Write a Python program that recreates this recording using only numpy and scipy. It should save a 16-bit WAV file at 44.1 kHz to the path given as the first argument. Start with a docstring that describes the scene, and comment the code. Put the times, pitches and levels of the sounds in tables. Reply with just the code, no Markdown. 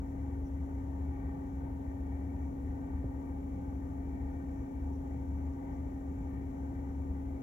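"""The climate-control fan of a parked car runs steadily, heard low in the cabin by a handheld phone.
Its blades hum, and the slightly uneven spin of its rotor makes the hum flutter.
Air rushes through ringing ducts over a deep drone of machinery shaking the car's body.
A small motor sizzles faintly, with a few spurts of hiss. One soft bump and two tiny ticks pass by."""
import sys
import numpy as np
from scipy import signal
from scipy.fft import rfft, irfft, next_fast_len
from scipy.io import wavfile
from scipy.ndimage import map_coordinates

SR = 44100
rng = np.random.default_rng(int(sys.argv[2]) if len(sys.argv) > 2 else 0)


def persist_wave(psi):
    """Save psi, clipped to +-1, as 16-bit WAV."""
    counts = np.round(np.clip(psi, -1, 1) * 32767).astype(np.int16)
    wavfile.write(sys.argv[1], SR, np.atleast_2d(counts).T)


N = 327442


def amp(db):
    """Turn decibels (dB) into a number to multiply a sound by."""
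    return 10 ** (np.asarray(db) / 20)


def unit(x):
    """Scale a sound so that its average strength (rms) is 1."""
    return x / np.sqrt(np.mean(x ** 2) + 1e-20)


def along(points, hz):
    """Read a table's columns at any frequency, sliding between its rows on a musical (log) scale."""
    row_hz, *columns = np.transpose(points)
    return np.array([np.interp(np.log(hz + 1e-3), np.log(row_hz), column) for column in columns])


def curve(rows):
    """Join (seconds, value) points with straight lines, giving one value per sample."""
    return np.interp(np.arange(N) / SR, *np.transpose(rows))


def wobble(rate):
    """A smooth curve through `rate` random values a second."""
    return map_coordinates(rng.standard_normal(int(N * rate / SR) + 4), [np.arange(N) * rate / SR])


def swell(at, length):
    """A smooth rise to 1 and fall, peaking at `at` seconds."""
    return np.exp(-(2 * (np.arange(N) / SR - at) / length) ** 2)


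def filtered(x, response):
    """Change the strength and phase of each frequency in x by response(hz)."""
    size = next_fast_len(N + SR // 2)
    hz = np.fft.rfftfreq(size, 1 / SR)
    return irfft(rfft(x, size) * response(hz), size)[..., :N]


def coloured(noise, spectrum):
    """Shape white noise to a table of left and right levels, cutting it off outside the table."""
    def response(hz):
        inside = (hz > spectrum[0][0] / 2) & (hz < spectrum[-1][0] * 1.05)
        return amp(along(spectrum, hz)) * inside
    return filtered(noise, response) * np.sqrt(SR / 2)


def turning(hz, drift):
    """The angle of something turning hz times a second, its speed drifting by a small share."""
    speed = hz * (1 + drift * wobble(1.513))
    return 2 * np.pi * (np.cumsum(speed) / SR + rng.random())


def tone(angle, left_db, right_db, lead):
    """A pure tone at two microphones; `lead` is how far the left wave runs ahead, in radians."""
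    angle = angle + rng.uniform(0, 2 * np.pi)
    return np.sqrt(2) * np.array([amp(left_db) * np.sin(angle + lead), amp(right_db) * np.sin(angle)])


def ringing(bands, wander_db):
    """Noise ringing in narrow bands of pitch, each swelling and fading on its own."""
    out = np.zeros((2, N))
    for centre_hz, width, left_db, right_db, lead in bands:
        mics = np.array([[amp(left_db) * np.exp(1j * lead)], [amp(right_db)]]) * np.sqrt(SR / 2)
        noise = rng.standard_normal(N)
        wave = filtered(noise, lambda hz: mics / (1 + 2j * (hz - centre_hz) / width) ** 2)
        out += wave * amp(wander_db * wobble(6))
    return out


def ticks():
    """Tiny bright ticks, each a few milliseconds of high noise."""
    # Each row: start in seconds, pitch in Hz, left and right dB before filtering, seconds to fade 60 dB.
    snaps = [(5.042, 10000, -66, -72, .008), (5.535, 5500, -76, -52, .012)]
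    out = np.zeros((2, N))
    for at, centre_hz, left_db, right_db, fade_s in snaps:
        t = np.arange(N) / SR - at
        fade = (t > 0) * amp(-60 * np.abs(t) / fade_s)
        snap = rng.standard_normal((2, N)) * fade * amp([[left_db], [right_db]])
        out += filtered(snap, lambda hz: 1 / (1 + (5 * (hz / centre_hz - 1)) ** 4))
    return out


def bump(at=3.042, gain_db=-32, low_hz=45, high_hz=660):
    """A soft knock on plastic trim: the padded contact leaves no treble."""
    # The trim's notes. Each row: pitch in Hz, relative level in dB, seconds to fade 60 dB.
    trim_notes = [(62.3, 2, .3), (119, 4, 0.099), (338, -2, 0.024), (520, -2.5, .015)]
    t = np.maximum(np.arange(N) / SR - at, 0)
    ring = sum(amp(db - 60 * t / fade_s) * np.sin(2 * np.pi * hz * t) for hz, db, fade_s in trim_notes)
    padding = signal.butter(3, [low_hz, high_hz], "bandpass", fs=SR, output="sos")
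    return amp(gain_db) * signal.sosfilt(padding, ring)


def spurts(length_s=0.06):
    """Now and then the motor's sizzle flares into a short, soft hiss."""
    # Each row: time of the peak in seconds, gain in dB.
    flares = [(.46, 1), (4.95, -1), (5.73, -.5)]
    # The hiss. Its row: pitch and width in Hz, left and right dB per Hz, left lead in radians.
    band = [(5820, 800, -122, -105, 0)]
    return ringing(band, wander_db=2.0) * sum(amp(db) * swell(at, length_s) for at, db in flares)


def motor(shaft_hz=33.5, repeat_share=0.35, pulsing=0.13, rubbing=0.1, waver_db=0.84):
    """A small motor's sizzle pulses six times a turn; part of its noise repeats with every turn."""
    # The sizzle's colour. Each row: frequency in Hz, left and right dB per Hz.
    sizzle = [(5000, -126.3, -126.4), (5470, -134.2, -112.3), (5850, -131.9, -109.2),
              (6700, -122.3, -112.6), (7400, -112.0, -112.1), (7570, -115.7, -115.7),
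              (8100, -131.7, -128.8)]
    # Casing whistles. Each row: pitch and width in Hz, left and right dB per Hz, left lead in radians.
    whistles = [(6020, 79, -126, -110, 0), (6960, 31, -122, -108, 0.0027), (7200, 45, -112, -120, 0.0033),
                (7345, 60, -112, -118, 0.0025), (9600, 60, -118, -125, 0.0016)]
    # The slow rise and fall of the motor's sound. Each row: time in seconds, gain in dB.
    slow_gain = [(0, -0.5), (2.8, -1.7), (4.1, -.3), (6.7, -0.1), (7.42, -1.8)]
    shaft = turning(shaft_hz, drift=0.00003)
    one_turn = rng.standard_normal((2, round(SR / shaft_hz)))
    place_in_turn = shaft / (2 * np.pi) % 1 * one_turn.shape[1]
    repeating = np.array([map_coordinates(side, [place_in_turn], mode="grid-wrap") for side in one_turn])
    grit = np.sqrt(repeat_share) * repeating + np.sqrt(1 - repeat_share) * rng.standard_normal((2, N))
    pulses = 1 + pulsing * np.cos(6 * shaft) + rubbing * np.cos(shaft)
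    sound = coloured(unit(grit * pulses), sizzle) + ringing(whistles, wander_db=2.5)
    return sound * amp(curve(slow_gain) + waver_db * wobble(9))


def drone(offset_db=-1.2, waver_db=1.55, fade_s=0.13):
    """Machinery's steady low drone beats against the air's rumble, so it seems to waver and fade."""
    # The car body's tones. Each row: pitch in Hz, left and right level in dB, left lead in radians.
    body_tones = [(51.4, -58, -58, 0.037), (74.57, -40.5, -43.5, 0.21), (194, -61, -63, 0),
                  (359.5, -70, -62.5, 0.9)]
    # A changing gain on the strongest tone imitates the beating. Each row: time in seconds, gain in dB.
    slow_gain = [(0, 1.5), (2.2, .5), (3.5, -1), (4, 3), (4.7, -4), (5.4, 2.5), (5.9, -1.5), (6.7, 2.5),
                 (7.42, 0.5)]
    # Moments when the drone seems to fade briefly. Each row: time in seconds, depth in dB.
    beat_fades = [(1.37, 6), (5.62, 13), (6.18, 13)]
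    tones = [tone(turning(hz, drift=0.00096), *mics) for hz, *mics in body_tones]
    strongest = max(tones, key=np.std)
    fade_db = sum(db * swell(at, fade_s) for at, db in beat_fades)
    beating_db = offset_db + curve(slow_gain) + waver_db * wobble(7.5) - fade_db
    return sum(tones) + strongest * (amp(beating_db) - 1)  # minus 1: the sum already holds it once


def flow_db(rest_db=-0.75, unrest_db=1.14):
    """The strength of the airflow in the ducts: steady, with random unrest and a few surges."""
    # Each row: time of the peak in seconds, length in seconds, rise in dB.
    surges = [(5.696, 0.087, 2.5), (6.403, .17, 4.5), (6.8, 0.34, 1.5)]
    return rest_db + unrest_db * wobble(9) + sum(db * swell(at, length) for at, length, db in surges)


def air_rush():
    """Swirling air rumbles and rushes; the higher the pitch, the less alike left and right sound."""
    # The air's colour. 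Each row: frequency in Hz, left and right dB per Hz.
    spectrum = [(20, -92, -85), (30, -83, -82), (45.6, -64.5, -67.5), (68.2, -58, -58.5), (113, -66, -70),
                (155, -70.5, -71), (230, -75, -79.5), (460, -79, -81.8), (740, -83.5, -90.5),
                (1046, -93, -99.5), (1470, -102.1, -111.2), (2940, -112.4, -113.5), (3900, -118.7, -119.4),
                (8000, -127.5, -129.2)]
    # How it reaches the microphones. Each row: frequency in Hz, likeness 0 to 1, left lead in radians.
    alike = [(60, 1, 0.091), (139, 0.94, 0.22), (230, .82, .1), (410, 0.7, 1.24), (516, .75, 1.74),
             (663, 0.55, 2.74), (1300, .4, 3.25), (2500, 0.06, 2.84)]

    def spread(hz):
        """How much of two separate noises each microphone gets."""
        likeness, lead = along(alike, hz)
        blend = np.arccos(np.clip(likeness, 0, 1)) / 2
        shared, opposed = np.cos(blend), np.sin(blend)
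        shift = np.exp(1j * lead)
        return np.array([[shared * shift, opposed * shift], [shared, -opposed]])
    noise = filtered(rng.standard_normal((2, N)), spread).sum(axis=1)
    return coloured(noise, spectrum)


def air(flutter_db=0.3, eddy_db=0.9, bright_hz=1600):
    """Rushing air makes the cabin boom and the ducts ring; their high notes follow the flow."""
    # The cabin's deepest notes, then those of the ducts and footwell.
    # Each row: pitch and width in Hz, left and right dB per Hz, left lead in radians.
    cabin_notes = [(47.3, 4.5, -65, -66, 0.0027), (68.8, 11, -64, -67, 0)]
    duct_notes = [(179.7, 39, -74.5, -73, 0.0), (581, 40, -83.5, -103.0, 2.5),
                  (698, 79, -80.5, -95.5, -1.15), (810.8, 60, -80.5, -78.5, -1.2),
                  (868.7, 64, -78, -82, -2.0), (926.6, 41, -78, -107.8, -1.5), (976, 45, -104.4, -93, 3),
                  (1169, 124, -87.5, -101.8, -3), (1521, 176, -91, -95.5, -2.5),
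                  (1845, 127, -90, -108.1, -2), (2025, 182, -96.5, -112.1, 0.7),
                  (2260, 174, -94, -108.1, -1.5), (3080, 330, -112.3, -116.2, 3),
                  (3640, 70, -114.3, -133.5, -4)]
    rush = air_rush()
    boom = ringing(cabin_notes, wander_db=3.5)
    low = ringing([note for note in duct_notes if note[0] < bright_hz], wander_db=0.84)
    high = ringing([note for note in duct_notes if note[0] >= bright_hz], wander_db=1.5)
    ducts = low + high * amp(flow_db())
    return boom + rush * amp(flutter_db * wobble(7)) + ducts * amp(eddy_db * wobble(9))


def fan(shaft_hz=20.93, blades=13):
    """Passing blades hum; the rotor spins slightly unevenly, adding side tones that make it flutter."""
    # The fan's tones. Each row: waves per turn, left and right level in dB, left lead in radians.
    fan_tones = [(11, -79.5, -76, 0.66), (12, -51, -55.5, 0.12), (13, -43.5, -43.5, 0.3),
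                 (14, -55.5, -63.5, 1), (15, -71, -65.5, 0.55), (16, -71.5, -69.5, 0.8),
                 (17, -72, -74, 1.1), (18, -68, -71.5, 0.54), (19, -64.5, -61.5, 1.4),
                 (24, -62.5, -67.5, 1.26), (25, -67, -71, 1.7), (31, -62, -67, 2.88)]
    # How unevenly the rotor spins. Each row: time in seconds, gain of the side tones in dB.
    unevenness = [(0, -2.5), (2.1, -3), (2.5, 2), (5, 0.5), (7.4, -0.5)]
    shaft = turning(shaft_hz, drift=0.00021)
    side_gain = amp(curve(unevenness))
    out = np.zeros((2, N))
    for per_turn, left_db, right_db, lead in fan_tones:
        is_side_tone = 0 < abs(per_turn - blades) < 4
        out += tone(per_turn * shaft, left_db, right_db, lead) * (side_gain if is_side_tone else 1)
    return out


def scene():
    """Everything that sounds in the cabin."""
    return fan() + drone() + air() + motor() + spurts() + bump() + ticks()


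def record(dry):
    """The phone adds its own hiss and cuts off the very highest treble."""
    # Microphone hiss. Each row: frequency in Hz, left and right dB per Hz.
    hiss_spectrum = [(2980, -138.2, -119.9), (8100, -121.5, -129.9), (10800, -116.2, -119.2),
                     (15600, -119.1, -118.4)]
    hiss = coloured(rng.standard_normal((2, N)), hiss_spectrum)
    return filtered(dry + hiss, lambda hz: hz < 15750)


dry = scene()
out = record(dry)
persist_wave(out)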